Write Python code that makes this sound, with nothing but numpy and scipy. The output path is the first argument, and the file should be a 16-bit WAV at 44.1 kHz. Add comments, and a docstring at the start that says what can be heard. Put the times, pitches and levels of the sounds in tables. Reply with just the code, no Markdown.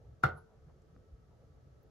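"""A plastic pump on a glass soap bottle is pressed once, close to the microphone, in a small bathroom.
Over low ventilation noise and soft low and mid swells, the plunger scrapes and a light contact tick leads into
one hollow knock of decaying sines and noise. The counter thumps, surfaces repeat the knock and the room rings on.
Then the held pump gives a brief hiss of shaped noise, a faint tick, a dull settling click and two last ticks."""
import sys
import numpy as np
from scipy import signal
from scipy.fft import rfft, irfft, next_fast_len
from scipy.io import wavfile
from scipy.ndimage import map_coordinates

SR = 44100
rng = np.random.default_rng(int(sys.argv[2]) if len(sys.argv) > 2 else 0)


def dump_mix(stems):
    """Bounce the given channels to the path in sys.argv[1] as a 16-bit WAV at rate SR."""
    frames = np.atleast_2d(stems).T  # one column per channel
    limited = np.clip(frames, -1, 1)  # hard clip at full scale
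    pcm = np.round(limited * 32767).astype(np.int16)
    wavfile.write(sys.argv[1], SR, pcm)


N = 83790
KNOCK_S = 0.23635


def amp(db):
    """Decibels to gain."""
    return 10 ** (np.asarray(db) / 20)


def unit(x):
    """Scale to rms 1."""
    return x / np.sqrt(np.mean(x ** 2) + 1e-20)


def along(points, hz):
    """Interpolate (frequency [Hz], value) points on a log frequency axis."""
    f, v = np.transpose(points)
    return np.interp(np.log(hz + 1), np.log(f + 1), v)


def since(start_s):
    """Seconds since start_s, zero before."""
    return np.maximum(np.arange(N) / SR - start_s, 0)


def fade(start_s, t60_s, rise_s=0.000067):
    """Struck envelope: exponential rise, then a decay of 60 dB per t60_s."""
    t = since(start_s)
    return (1 - np.exp(-t / rise_s)) * amp(-60 * t / t60_s)


def sine(hz, t, phase=0):
    """Sine at hz over the times t."""
    return np.sin(2 * np.pi * hz * t + phase)


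def filtered(x, response):
    """Apply a frequency response by zero-padded FFT."""
    size = next_fast_len(N + SR // 2)
    hz = np.fft.rfftfreq(size, 1 / SR)
    return irfft(rfft(x, size) * response(hz), size)[..., :N]


def half_angle(alike, hz):
    """Half the phase angle [rad] whose cosine is the left-right likeness."""
    return np.arccos(np.clip(along(alike, hz), -1, 1)) / 2


def noise(spectrum, alike):
    """Stereo noise of rms 1 with a colour and a left-right likeness per frequency."""
    def mid_side(hz):
        angle = half_angle(alike, hz)
        return amp(along(spectrum, hz)) * [np.cos(angle), np.sin(angle)]
    mid, side = filtered(rng.standard_normal((2, N)), mid_side)
    return unit(np.array([mid + side, mid - side]))


def band(centre_hz, octaves):
    """Mono noise of rms 1 in one band, bell-shaped over log frequency."""
    def bell(hz):
        return np.exp(-0.5 * (np.log2((hz + 1) / centre_hz) / octaves) ** 2)
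    return unit(filtered(rng.standard_normal(N), bell))


# pump and bottle modes before the paths: (frequency [Hz], level [dB], t60 [s])
PUMP_MODES = [(404.5, -21.5, 0.02757), (533.8, -29, 0.0701), (748, -20.5, .04), (876.5, -35, .035),
              (1205.4, -30.5, 0.073), (1386.2, -13, 0.044), (1483.4, -27, 0.086), (1666, -36, 0.082),
              (1970, -31, .05), (2785, -46.5, .1), (3540, -52, 0.0924), (4279, -48, .09), (5360, -51, .07),
              (7440, -59, 0.077)]
RING_RISE_S = 0.0007


def ring():
    """The pump and bottle ring briefly as decaying sines, damped by the hand."""
    t = since(KNOCK_S)
    return sum(amp(db) * fade(KNOCK_S, t60_s, RING_RISE_S) * sine(hz, t) for hz, db, t60_s in PUMP_MODES)


# direct path and near reflections: (delay [s], left gain [dB], right gain [dB])
KNOCK_PATHS = [(0, 1.5, -22), (.00084, -14.5, -0.5), (.00425, -9.5, -13), (.01055, -15, -19.5),
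               (.01563, -30.5, -7.5), (.0285, -26, -22.5), (.0511, -26.5, -19)]
# colour of contact and crack noise: (frequency [Hz], relative density [dB])
CRACK_COLOUR = [(300, -0.5), (700, 2.5), (1500, 6), (2400, -8.5), (4200, -4), (6000, -10.5), (7500, -9),
                (8700, -27), (11000, -4.5), (15000, -17), (16500, -27.5)]
CONTACT_S, CONTACT_DB, CONTACT_T60_S, CONTACT_RISE_S = 0.2351, -35.5, 0.012, 0.0004
CRACK_DB, CRACK_T60_S, CRACK_RISE_S = -40, 0.026, 0.0013  # before the paths
# the plastic head rebounds once just after the knock; level before the paths
REBOUND_S, REBOUND_DB, REBOUND_T60_S = 0.2403, -43, 0.0074
REBOUND_HZ, REBOUND_OCTAVES = 3800, 0.55


def knock():
    """A contact tick, then crack, ring and rebound repeated by the nearest hard surfaces."""
    contact = fade(CONTACT_S, CONTACT_T60_S, CONTACT_RISE_S) * noise(CRACK_COLOUR, [(1000, 0.3)])
    crack = fade(KNOCK_S, CRACK_T60_S, CRACK_RISE_S) * noise(CRACK_COLOUR, [(1000, 0.1)])
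    rebound = fade(REBOUND_S, REBOUND_T60_S) * band(REBOUND_HZ, REBOUND_OCTAVES)
    blow = ring() + amp(CRACK_DB) * crack + amp(REBOUND_DB) * rebound

    def paths(hz):
        return sum(amp([[left_db], [right_db]]) * np.exp(-2j * np.pi * hz * delay_s)
                   for delay_s, left_db, right_db in KNOCK_PATHS)
    return amp(CONTACT_DB) * contact + filtered(blow, paths)


# colour of plunger friction: (frequency [Hz], relative density [dB])
SLIDE_COLOUR = [(200, -14), (600, -2), (1400, 0), (2500, -17.5), (7000, -26), (9000, -45.5)]
SLIDE_DB, SLIDE_TAU_S = -35.5, 0.0026


def slide():
    """The plunger scrapes towards its stop: friction noise swells into the knock and dies as fast."""
    t = np.arange(N) / SR - KNOCK_S
    return amp(SLIDE_DB) * np.exp(-np.abs(t) / SLIDE_TAU_S) * noise(SLIDE_COLOUR, [(1000, 0.3)])


# counter modes under the bottle: (frequency [Hz], level [dB], t60 [s], rise [s])
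COUNTER_MODES = [(130.6, -6.5, 0.0575, 0.014), (83.6, -24, .2, .03)]
THUMP_DELAY_S = 0.0019445


def thump():
    """The counter takes up the blow: low modes swell and decay as a thud."""
    t = since(KNOCK_S + THUMP_DELAY_S)
    return sum(amp(db - 60 * t / t60_s) * (1 - np.exp(-(t / rise_s) ** 2)) * sine(hz, t)
               for hz, db, t60_s, rise_s in COUNTER_MODES)


# colour of the diffuse tail: (frequency [Hz], relative density [dB])
ROOM_COLOUR = [(30, -40), (70, -4.5), (150, 1.5), (260, -20.5), (340, -5.5), (400, -3.5), (480, -3.5),
               (600, -6), (740, -4.5), (1000, -15), (1200, -7.5), (1450, -3), (1620, -20.5), (1850, -16),
               (2080, -17.5), (2350, -25), (3000, -24), (3900, -25.5), (6000, -36.5), (8500, -44),
               (12000, -42), (16000, -59.5)]
# decay of the diffuse tail: (frequency [Hz], t60 [s])
ROOM_DECAY = [(100, .42), (400, 0.2905), (1400, 0.304), (2200, 0.211), (5000, 0.17), (12000, 0.15)]
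# likeness of left and right, for tail and modes: (frequency [Hz], correlation [-1..1])
ROOM_LIKENESS = [(120, 0.96), (300, .85), (560, -.4), (1400, 0.79), (5000, .1)]
ROOM_DB, ROOM_RISE_S = -30.5, 0.0041


def room():
    """The knock's diffuse tail: coloured noise, each frequency decaying at its own rate."""
    hz, t, bins = signal.stft(noise(ROOM_COLOUR, ROOM_LIKENESS), SR, nperseg=512)
    t60_s = along(ROOM_DECAY, hz)[:, None]
    decay = amp(-60 * np.maximum(t - KNOCK_S, 0) / t60_s)
    tail = signal.istft(bins * decay, SR, nperseg=512)[1][:, :N]
    return amp(ROOM_DB) * (1 - np.exp(-since(KNOCK_S) / ROOM_RISE_S)) * tail


# basin and room resonances that outlast the knock: (frequency [Hz], level [dB], t60 [s])
STANDING_WAVES = [(72.7, -41, .42), (91.74, -41.5, 0.42), (135.91, -41, .42), (335.3, -42, 0.29),
                  (450.1, -45, 0.493), (520, -50, .22), (626, -37.5, 0.18), (741.4, -40.5, .31),
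                  (910, -45, .29), (1344, -33, .235), (1435.5, -38.5, 0.33), (1448.4, -31, .225),
                  (1521.5, -44.5, 0.38), (2114.2, -42, 0.16)]


def room_modes():
    """Standing waves ring on as sines, left and right out of phase as their likeness falls."""
    t = since(KNOCK_S)
    out = np.zeros((2, N))
    for k, (hz, db, t60_s) in enumerate(STANDING_WAVES):
        apart = (-1) ** k * half_angle(ROOM_LIKENESS, hz)  # alternate which side leads
        phase = np.array([[apart], [-apart]])
        out += amp(db) * fade(KNOCK_S, t60_s, ROOM_RISE_S) * sine(hz, t, phase)
    return out


# colour of air escaping from the pump: (frequency [Hz], relative density [dB])
HISS_COLOUR = [(300, -18.5), (800, 11), (1400, 4), (2200, -38.5), (4200, -13), (9000, -53), (10600, 1.5),
               (12500, -32), (16000, -32.5)]
HISS_PEAK_S, HISS_RISE_S, HISS_FALL_S, HISS_DB = 0.38, 0.0153, 0.0199, -61


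def hiss():
    """A faint puff of escaping air: noise rises and falls exponentially about its peak."""
    t = np.arange(N) / SR - HISS_PEAK_S
    swell = np.exp(np.minimum(t / HISS_RISE_S, -t / HISS_FALL_S))
    return amp(HISS_DB) * swell * noise(HISS_COLOUR, [(1000, 0.24)])


# pump head modes: (frequency [Hz], level [dB], t60 [s], rise [s])
SETTLE_MODES = [(250.8, -43, 0.0214, 0.00192), (600, -49.5, 0.0074, 0.000177),
                (1205, -51.5, 0.00687, 0.0003), (4000, -64.5, 0.0016, 0.000071)]
SETTLE_S = 0.9638


def settle():
    """The pump head settles: short decaying sines make one dull little click."""
    t = since(SETTLE_S)
    return sum(amp(db) * fade(SETTLE_S, t60_s, rise_s) * sine(hz, t) for hz, db, t60_s, rise_s in SETTLE_MODES)


# ticks of the held pump: (time [s], level [dB], centre [Hz], width [octaves], t60 [s])
PUMP_TICKS = [(0.8196, -75.5, 6800, .3, 0.019), (1.8294, -68.5, 14630, .25, .008),
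              (1.833, -74, 14900, 0.355, .025)]


def ticks():
    """Plastic parts shift under the finger: faint bursts of band noise."""
    return sum(amp(db) * fade(start_s, t60_s) * band(hz, octaves)
               for start_s, db, hz, octaves, t60_s in PUMP_TICKS)


# low and mid background swells: (time [s], level [dB], centre [Hz], width [octaves], half length [s])
SOFT_SWELLS = [(0.082, -56, 84, 0.44, 0.0744), (0.039, -68, 509, 0.455, 0.0575),
               (.525, -71, 588, 0.62, 0.0515), (0.641, -54, 69.2, 0.184, 0.022),
               (0.678, -59, 140.8, 0.242, 0.027), (0.697, -66.5, 442.4, 0.95, 0.0198),
               (0.777, -72, 420, 0.36, 0.025), (1.041, -70, 444.7, 0.243, 0.09),
               (1.136, -51.5, 65.84, 0.312, 0.01566), (1.329, -76, 707, 0.38, 0.039),
               (1.42, -68, 509.5, 0.391, 0.0382), (1.573, -74, 514, 0.53, 0.0245),
               (1.645, -58, 73.8, 0.45, 0.016), (1.854, -72.5, 503, 0.506, 0.0344)]


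def background_swells():
    """Soft swells of low and mid noise in the background, bell-shaped in time."""
    t = np.arange(N) / SR
    return sum(amp(db) * np.exp(-((t - peak_s) / half_s) ** 2) * band(hz, octaves)
               for peak_s, db, hz, octaves, half_s in SOFT_SWELLS)


# colour of ventilation noise: (frequency [Hz], relative density [dB])
AIR_COLOUR = [(22, -24.5), (45, -7.5), (65, 1), (100, -6), (135, -2.5), (180, -14), (290, -19.5),
              (450, -18.5), (700, -24), (980, -35), (1300, -33), (1700, -35), (2400, -42.5), (6400, -44.5),
              (9000, -57.5), (11500, -51), (13500, -65), (16000, -70)]
# likeness of left and right: (frequency [Hz], correlation [-1..1])
AIR_LIKENESS = [(60, 1), (200, 0.637), (500, 0.6), (1200, 0.16), (5000, 0.14), (11000, 0.51)]
# whine bands: (centre [Hz], level [dB])
WHINE_BANDS = [(447, -75.5), (1155, -88), (1300, -84)]
AIR_DB, AIR_SWAY_DB, SWAY_POINTS_PER_S, WHINE_OCTAVES = -61, 0.5, 9, 0.032


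def whine():
    """Narrow noise bands of one ventilation channel."""
    return sum(amp(db) * band(hz, WHINE_OCTAVES) for hz, db in WHINE_BANDS)


def ventilation():
    """A rumble whose level sways gently at random, plus steady whine independent left and right."""
    sway = map_coordinates(rng.standard_normal(64), [np.arange(N) / SR * SWAY_POINTS_PER_S], mode="wrap")
    rumble = amp(AIR_DB + AIR_SWAY_DB * sway) * noise(AIR_COLOUR, AIR_LIKENESS)
    return rumble + np.array([whine(), whine()])


def scene():
    """One pump stroke in the bathroom, then the held pump, over ventilation."""
    stroke = slide() + knock() + thump() + room() + room_modes()
    return stroke + settle() + ticks() + hiss() + background_swells() + ventilation()


TOP_HZ = 16200


def record(dry):
    """The recorder keeps nothing above its band limit."""
    return filtered(dry, lambda hz: hz < TOP_HZ)


dry = scene()
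out = record(dry)
dump_mix(out)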